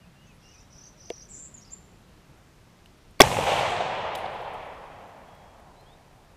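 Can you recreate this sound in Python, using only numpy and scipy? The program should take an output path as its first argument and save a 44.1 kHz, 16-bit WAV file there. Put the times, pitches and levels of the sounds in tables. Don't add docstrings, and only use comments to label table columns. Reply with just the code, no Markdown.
import sys
import numpy as np
from scipy import signal
from scipy.io import wavfile
from scipy.ndimage import uniform_filter1d

SR = 44100
rng = np.random.default_rng(int(sys.argv[2]) if len(sys.argv) > 2 else 0)


def attenuation_scalar(level_db):
    decades = np.asarray(level_db, float) / 20
    return 10 ** decades


def wrap_up_sound(samples):
    columns = np.atleast_2d(samples).T
    tamed = np.clip(columns, -1, 1)
    steps = np.round(tamed * 32767).astype(np.int16)
    wavfile.write(sys.argv[1], SR, steps)


N = 280476
TIME = np.arange(N) / SR
TREE_LINE_S = 3.475


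def unit(x):
    return x / np.sqrt(np.mean(x ** 2))


def band(x, hz, width_hz):
    edges_hz = np.clip([hz - width_hz / 2, hz + width_hz / 2], 10, SR / 2 - 500)
    return signal.sosfilt(signal.butter(2, edges_hz, "bandpass", fs=SR, output="sos"), x)


def noise_band(hz, width_hz, size):
    return unit(band(rng.standard_normal(size), hz, width_hz))


def walk(rate_hz, size):
    hold = int(SR / rate_hz)
    steps = np.repeat(rng.standard_normal(size // hold + 1), hold)
    return uniform_filter1d(uniform_filter1d(steps, hold), hold)[:size]


def add(out, start_s, x):
    i = int(start_s * SR)
    out[i:i + len(x)] += x[:N - i]


def third_octave_db(spectrum, hz):
    table_hz, table_db = np.transpose(spectrum)
    return np.interp(np.log(hz), np.log(table_hz), table_db) + 10 * np.log10(hz)


def ring(hz, t60_s, rough, width_hz, hold=1, size=16384):
    t = TIME[:size]
    rough = np.clip(rough, 0, 1)
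    tone = -(1 - rough) * np.sin(2 * np.pi * hz * t) + rough * noise_band(hz, width_hz, len(t))
    return tone * attenuation_scalar(-60 * (t / t60_s) ** hold)


def hush():
    # (frequency [Hz], level [dB per Hz])
    air_spectrum = [(12, -37), (20, -1), (182, -5.5), (241, -10.5), (399, -13), (499, -18.5), (590, -14.5),
                    (780, -18), (1150, -20), (5530, -30.5), (9670, -36.5), (14700, -42), (16000, -58)]
    out, swell = 0, walk(1.5, N)
    for hz in 22 * 2 ** np.arange(0, 9.6, 1 / 3):
        unrest_db = (1.5 * swell + 2.0 * walk(5.3, N)) * np.clip(300 / hz, .3, 1)
        out = out + attenuation_scalar(third_octave_db(air_spectrum, hz) + unrest_db) * noise_band(hz, hz / 4, N)
    blast_s, recovery_s = 3.203, 0.85
    duck_db = -14 * (TIME > blast_s) * np.exp(-(np.abs(TIME - blast_s) / recovery_s) ** 4)
    return attenuation_scalar(-54 + duck_db) * unit(out)


def insect():
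    # (time [s], strength [0-1])
    singing = [(.35, 0), (.4, 1), (2.38, 1), (2.42, 0), (4.78, 0), (4.82, 1), (5.1, 1), (5.3, 0)]
    # (time [s], length [s], frequency [Hz], level [dB])
    strokes = [
        (.335, .04, 10900, -73),
        (4.64, 0.042, 11050, -73),
    ]
    pulses_hz = 9.6 * (1 + .2 * walk(8, N))
    beat = np.cos(2 * np.pi * np.cumsum(pulses_hz) / SR)
    gate = np.clip(3.1 * (beat - .6 + .3 * walk(9, N)), 0, 1)
    strength = np.interp(TIME, *np.transpose(singing))
    out = attenuation_scalar(-80) * strength * gate * noise_band(11300, 120, N)
    for start_s, length_s, hz, db in strokes:
        size = int(length_s * SR)
        add(out, start_s, attenuation_scalar(db) * np.hanning(size) ** .3 * noise_band(hz, 300, 4096)[:size])
    return out


def phrase(start_s, length_s, hz, db):
    rise_hz, release_s = 90, min(0.0514, length_s / 2)
    end_s = start_s + length_s
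    return [(start_s, hz - rise_hz, db - 13),
            (start_s + 0.118 * length_s, hz - rise_hz, db - 3),
            (end_s - release_s, hz + rise_hz, db),
            (end_s, hz + rise_hz, db - 28)]


def warble(contour, rate_hz, depth_hz, gap, rough_hz):
    s, hz, db = np.transpose(contour)
    t = np.arange(s[0], s[-1], 1 / SR)
    phase = np.cumsum(rate_hz * (1 + 0.09 * walk(35, len(t)))) / SR % 1
    pitch_hz = np.interp(t, s, hz) + depth_hz * (.12 - phase ** 2.4) + rough_hz * walk(700, len(t))
    fade = np.clip(np.minimum(t - s[0], s[-1] - t) / 0.0072, 0, 1)
    level_db = np.interp(t, s, db) + 1.7 * walk(159, len(t)) - 9.9 * phase ** 2
    strength = attenuation_scalar(level_db) * np.sin(np.pi * phase) ** gap
    return strength * fade * np.sin(2 * np.pi * np.cumsum(pitch_hz) / SR)


def whistle(length_s, first_hz, last_hz, rough_hz):
    u = np.linspace(0, 1, int(length_s * SR))
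    pitch_hz = first_hz + (last_hz - first_hz) * u + rough_hz * walk(388, len(u))
    strength = attenuation_scalar(1.8 * walk(49, len(u))) * np.sin(np.pi * u) ** 0.52
    return strength * np.sin(2 * np.pi * np.cumsum(pitch_hz) / SR)


def birds():
    # (time [s], length [s], centre [Hz], peak [dB])
    trills = [(.24, .06, 6050, -64), (.395, 0.27, 5720, -56), (0.699, .23, 5750, -50.5),
              (.97, .31, 5820, -48), (1.303, 0.13, 5950, -54.5)]
    buzz = (1.28, 0.24, 7380, -49.5)
    # (time [s], length [s], first [Hz], last [Hz], level [dB])
    early_whistles = [(0.0, 0.048, 2920, 2760, -68), (.028, .065, 2500, 2660, -68),
                      (0.151, 0.13, 2720, 2990, -67), (0.26, .074, 2750, 2400, -67),
                      (.27, .063, 2950, 2860, -70), (.41, .044, 3300, 3400, -71),
                      (.453, .03, 3950, 4070, -76), (0.423, .125, 2730, 2990, -65.5),
                      (.525, .03, 2800, 2400, -67), (.55, .066, 2410, 2650, -67),
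                      (.587, .09, 3500, 3960, -75)]
    late_whistles = [(5.23, .34, 3322, 3294, -71), (5.74, .1, 3766, 4280, -72),
                     (5.84, .13, 3055, 3950, -67)]
    # (time [s], length [s], first [Hz], last [Hz], level [dB])
    chips = [(.598, .012, 7000, 7000, -68), (1.288, 0.023, 8340, 7400, -62), (1.42, .024, 8100, 8600, -68),
             (1.54, 0.011, 6820, 7540, -50), (1.568, 0.028, 6550, 6700, -53),
             (1.609, 0.017, 5080, 5980, -54), (1.622, .028, 5800, 5460, -66),
             (1.643, .014, 4400, 5500, -57), (1.655, .05, 5400, 4600, -62), (1.7, .07, 4750, 4600, -70),
             (1.702, .011, 6060, 7700, -58), (1.713, .03, 7280, 7300, -53.5),
             (1.716, 0.0277, 6910, 7250, -47.5)]
    near, far = np.zeros(N), np.zeros(N)
    for row in trills:
        song = warble(phrase(*row), rate_hz=36, depth_hz=1500, gap=0.21, rough_hz=260)
        add(near, row[0], attenuation_scalar(-2.5) * song)
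    song = warble(phrase(*buzz), rate_hz=140, depth_hz=1196, gap=1.3, rough_hz=297)
    add(near, buzz[0], attenuation_scalar(5.5) * song)
    for bus, calls, rough_hz in ((far, early_whistles, 50), (far, late_whistles, 10.5), (near, chips, 150)):
        for start_s, length_s, first_hz, last_hz, db in calls:
            add(bus, start_s, attenuation_scalar(db) * whistle(length_s, first_hz, last_hz, rough_hz))
    t = TIME[:SR]
    leaves = rng.standard_normal(SR) * (attenuation_scalar(-60 * t / .5 - 35.0) + attenuation_scalar(-60 * t / 0.076 - 20.5))
    leaves[0] = 1
    return signal.fftconvolve(near + attenuation_scalar(-8.5) * far, leaves)[:N] + attenuation_scalar(1.5) * far


def handling():
    # (frequency [Hz], level [dB], t60 [s])
    stock_modes = [(363, -0.5, 0.021), (480, -0.5, 0.032), (670, -2.5, 0.024), (970, -19, 0.011),
                   (1790, -9, 0.0065), (2180, -5, 0.0069), (2820, -7, 0.0095), (3400, -14.5, 0.0096),
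                   (4600, -15, 0.0065)]
    # (frequency [Hz], level [dB], t60 [s])
    case_modes = [(8050, -14, 0.094), (9711, -8, .4), (14310, -24, .1)]
    # (time [s], level [dB], centre [Hz], t60 [ms])
    ticks = [(1.1016, -34, 4800, 6), (1.1016, -43, 8800, 4), (2.86, -54, 8800, 8), (3.11, -61, 8000, 20),
             (4.151, -40.5, 8000, 16), (4.153, -31, 3000, 22), (4.157, -42, 6800, 11),
             (4.1572, -36, 12500, 11), (4.175, -55.5, 9440, 150), (4.2, -66, 7500, 590),
             (4.3, -70, 7300, 900), (4.335, -68.5, 10060, 180), (4.388, -64, 12500, 9.7),
             (4.415, -67, 9900, 140), (4.536, -61, 8500, 90), (4.58, -65, 7400, 20), (5.35, -65, 11000, 34),
             (5.6, -64.5, 11000, 20), (5.81, -62, 10970, 13.5)]
    out = np.zeros(N)
    stock = 0
    for k, (hz, db, t60_s) in enumerate(stock_modes):
        stock = stock + (-1) ** k * attenuation_scalar(db) * ring(hz, t60_s, 0.22, hz / 3, hold=1.8, size=4096)
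    add(out, 1.1021, attenuation_scalar(-24.5) * band(stock, 4100, 8400))
    add(out, 2.8595, attenuation_scalar(-38.5) * ring(2900, 0.0067, .3, 1500, hold=1.5))
    for hz, db, t60_s in case_modes:
        add(out, 4.157, attenuation_scalar(-52) * attenuation_scalar(db) * ring(hz, t60_s, 0, hz / 9))
    for start_s, db, hz, t60_ms in ticks:
        add(out, start_s, attenuation_scalar(db) * ring(hz, t60_ms / 1000, 0.98, .7 * hz))
    return out


def roll():
    # (time [s], level [dB])
    envelope = [(3.218, -1), (3.3, -8.5), (3.46, -5.5), (3.475, -0.5), (3.75, -3.5), (4.5, -11.3),
                (5.0, -20), (5.3, -25), (6.36, -35)]
    # (frequency [Hz], level [dB per Hz])
    woods = [(18, -59), (30, -22), (124, -8.5), (295, -18.5), (499, -3.5), (684, 1.5), (866, 2),
             (1350, -12), (2000, -9.5), (2900, -9.5), (4780, -24.5), (8520, -26), (9700, -36), (12300, -39),
             (14800, -58), (16000, -83)]
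    s, level_db = np.transpose(envelope)
    t = TIME[int(s[0] * SR):]
    elapsed_s = t - t[0]
    field_hz = 299.8
    field_db = 13 * np.exp(-elapsed_s / .4)
    trunk_place, trunk_draw = rng.random((400, 2)).T
    arrivals = np.zeros(len(t))
    arrivals[(trunk_place * len(t)).astype(int)] = -np.log(trunk_draw)
    clap_age = TIME[:2048] / .003
    claps = signal.fftconvolve(arrivals, clap_age * np.exp(-clap_age))[:len(t)].clip(0)
    out = 0
    for hz in 37.5 * 2 ** np.arange(0, 8.7, 1 / 3):
        air_db = -42 * (hz / 8000) ** 1.75 * (t - 3.6).clip(0)
        grass_db = 7 * min(hz / 8000, 1.3) ** 2 * np.exp(-elapsed_s / .17)
        dip_share = 1 / (1 + (hz / 4500) ** 4) / (1 + (field_hz / hz) ** 4)
        dip = np.where(t < TREE_LINE_S, dip_share, 1)
        db = third_octave_db(woods, hz) + dip * np.interp(t, s, level_db)
        db = db + field_db / (1 + (hz / field_hz) ** 2) + air_db + grass_db + 1.2 * walk(25, len(t))
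        clap_share = .6 * np.clip((t - 3.5) / 0.64, .15, 1) * np.exp(-elapsed_s / 1.4)
        clap_share = (clap_share * np.clip(1100 / hz, .3, 1)).clip(0, 1)
        grain = np.sqrt(1 - clap_share + clap_share * claps / claps.mean())
        out = out + attenuation_scalar(db) * grain * noise_band(hz, hz / 4, len(t))
    return np.pad(out * attenuation_scalar(-60.0), (N - len(t), 0))


def shot():
    # (time [s], length at 1 kHz [ms], rings (frequency [Hz], level [dB]))
    striker = (3.1941, 21, [(2200, -36), (4500, -40), (12000, -52.5)])
    muzzle = (3.2024, 20, [(640, -3), (1110, -2), (2300, -12), (4800, -22), (11500, -25)])
    bench = (3.2058, 14, [(140, -15), (786, -2.5), (1550, -7), (1900, -5), (2900, -7), (3400, 1),
             (8600, -8.5), (13000, -17)])
    ground = (3.2092, 18, [(275, -10), (391, -2.5), (7000, -24.5), (12000, -30)])
    roof = (3.217, 9.6, [(2250, -3.5), (5550, 1), (7540, -17), (14000, -21)])
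    # (time [s], peak [dB], ring [Hz])
    echoes = [(3.237, -11.5, 876), (3.249, -19, 860), (3.273, -18, 890), (3.315, -16, 950),
              (3.325, -17, 550), (3.344, -22, 710), (3.368, -16, 870), (3.387, -10.5, 527),
              (3.409, -17.5, 880), (3.437, -18, 825), (3.469, -15.5, 825), (3.491, -27, 888.7),
              (3.519, -15.5, 519), (3.565, -17.5, 735), (3.59, -16, 840), (3.609, -18, 540),
              (3.632, -20.5, 630), (3.664, -22, 673), (3.684, -21, 670), (3.719, -18, 816),
              (3.764, -21, 726), (3.805, -15, 740), (4.259, -36, 760)]
    out = np.zeros(N)
    for start_s, length_ms, rings in (striker, muzzle, bench, ground, roof):
        for hz, db in rings:
            rough = .2 + (hz / 12500) ** 2
            t60_s = length_ms / 1000 * (hz / 1000) ** -.2
            add(out, start_s, attenuation_scalar(db) * ring(hz, t60_s, rough, .4 * hz, hold=2.2, size=4096))
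    rise = 1 - np.exp(-TIME[:4096] / 0.0004)
    for start_s, db, hz in echoes:
        bark_db = -29.5 - 9 * (start_s - TREE_LINE_S)
        bark = attenuation_scalar(bark_db) * ring(2600, 0.033, 1.0, 2000, size=4096)
        trunk = attenuation_scalar(db + 2.5) * ring(hz, 0.02, 0.072, 0.8 * hz, size=4096)
        add(out, start_s, band(rise * (trunk + bark), 2300, 4400))
    return out


def scene():
    return (hush() + insect() + birds() + handling() + roll() + shot())[None]


def top_cut(x):
    return signal.sosfilt(signal.butter(12, 16370, fs=SR, output="sos"), x)


def record(dry):
    cut = signal.sosfilt(signal.ellip(8, .2, 45, 15050, fs=SR, output="sos"), dry)
    smooth = signal.sosfilt(signal.butter(6, 15900, fs=SR, output="sos"), np.clip(cut, -1, 1))
    return top_cut(np.clip(smooth, -1, 1))


dry = scene()
out = record(dry)
wrap_up_sound(out)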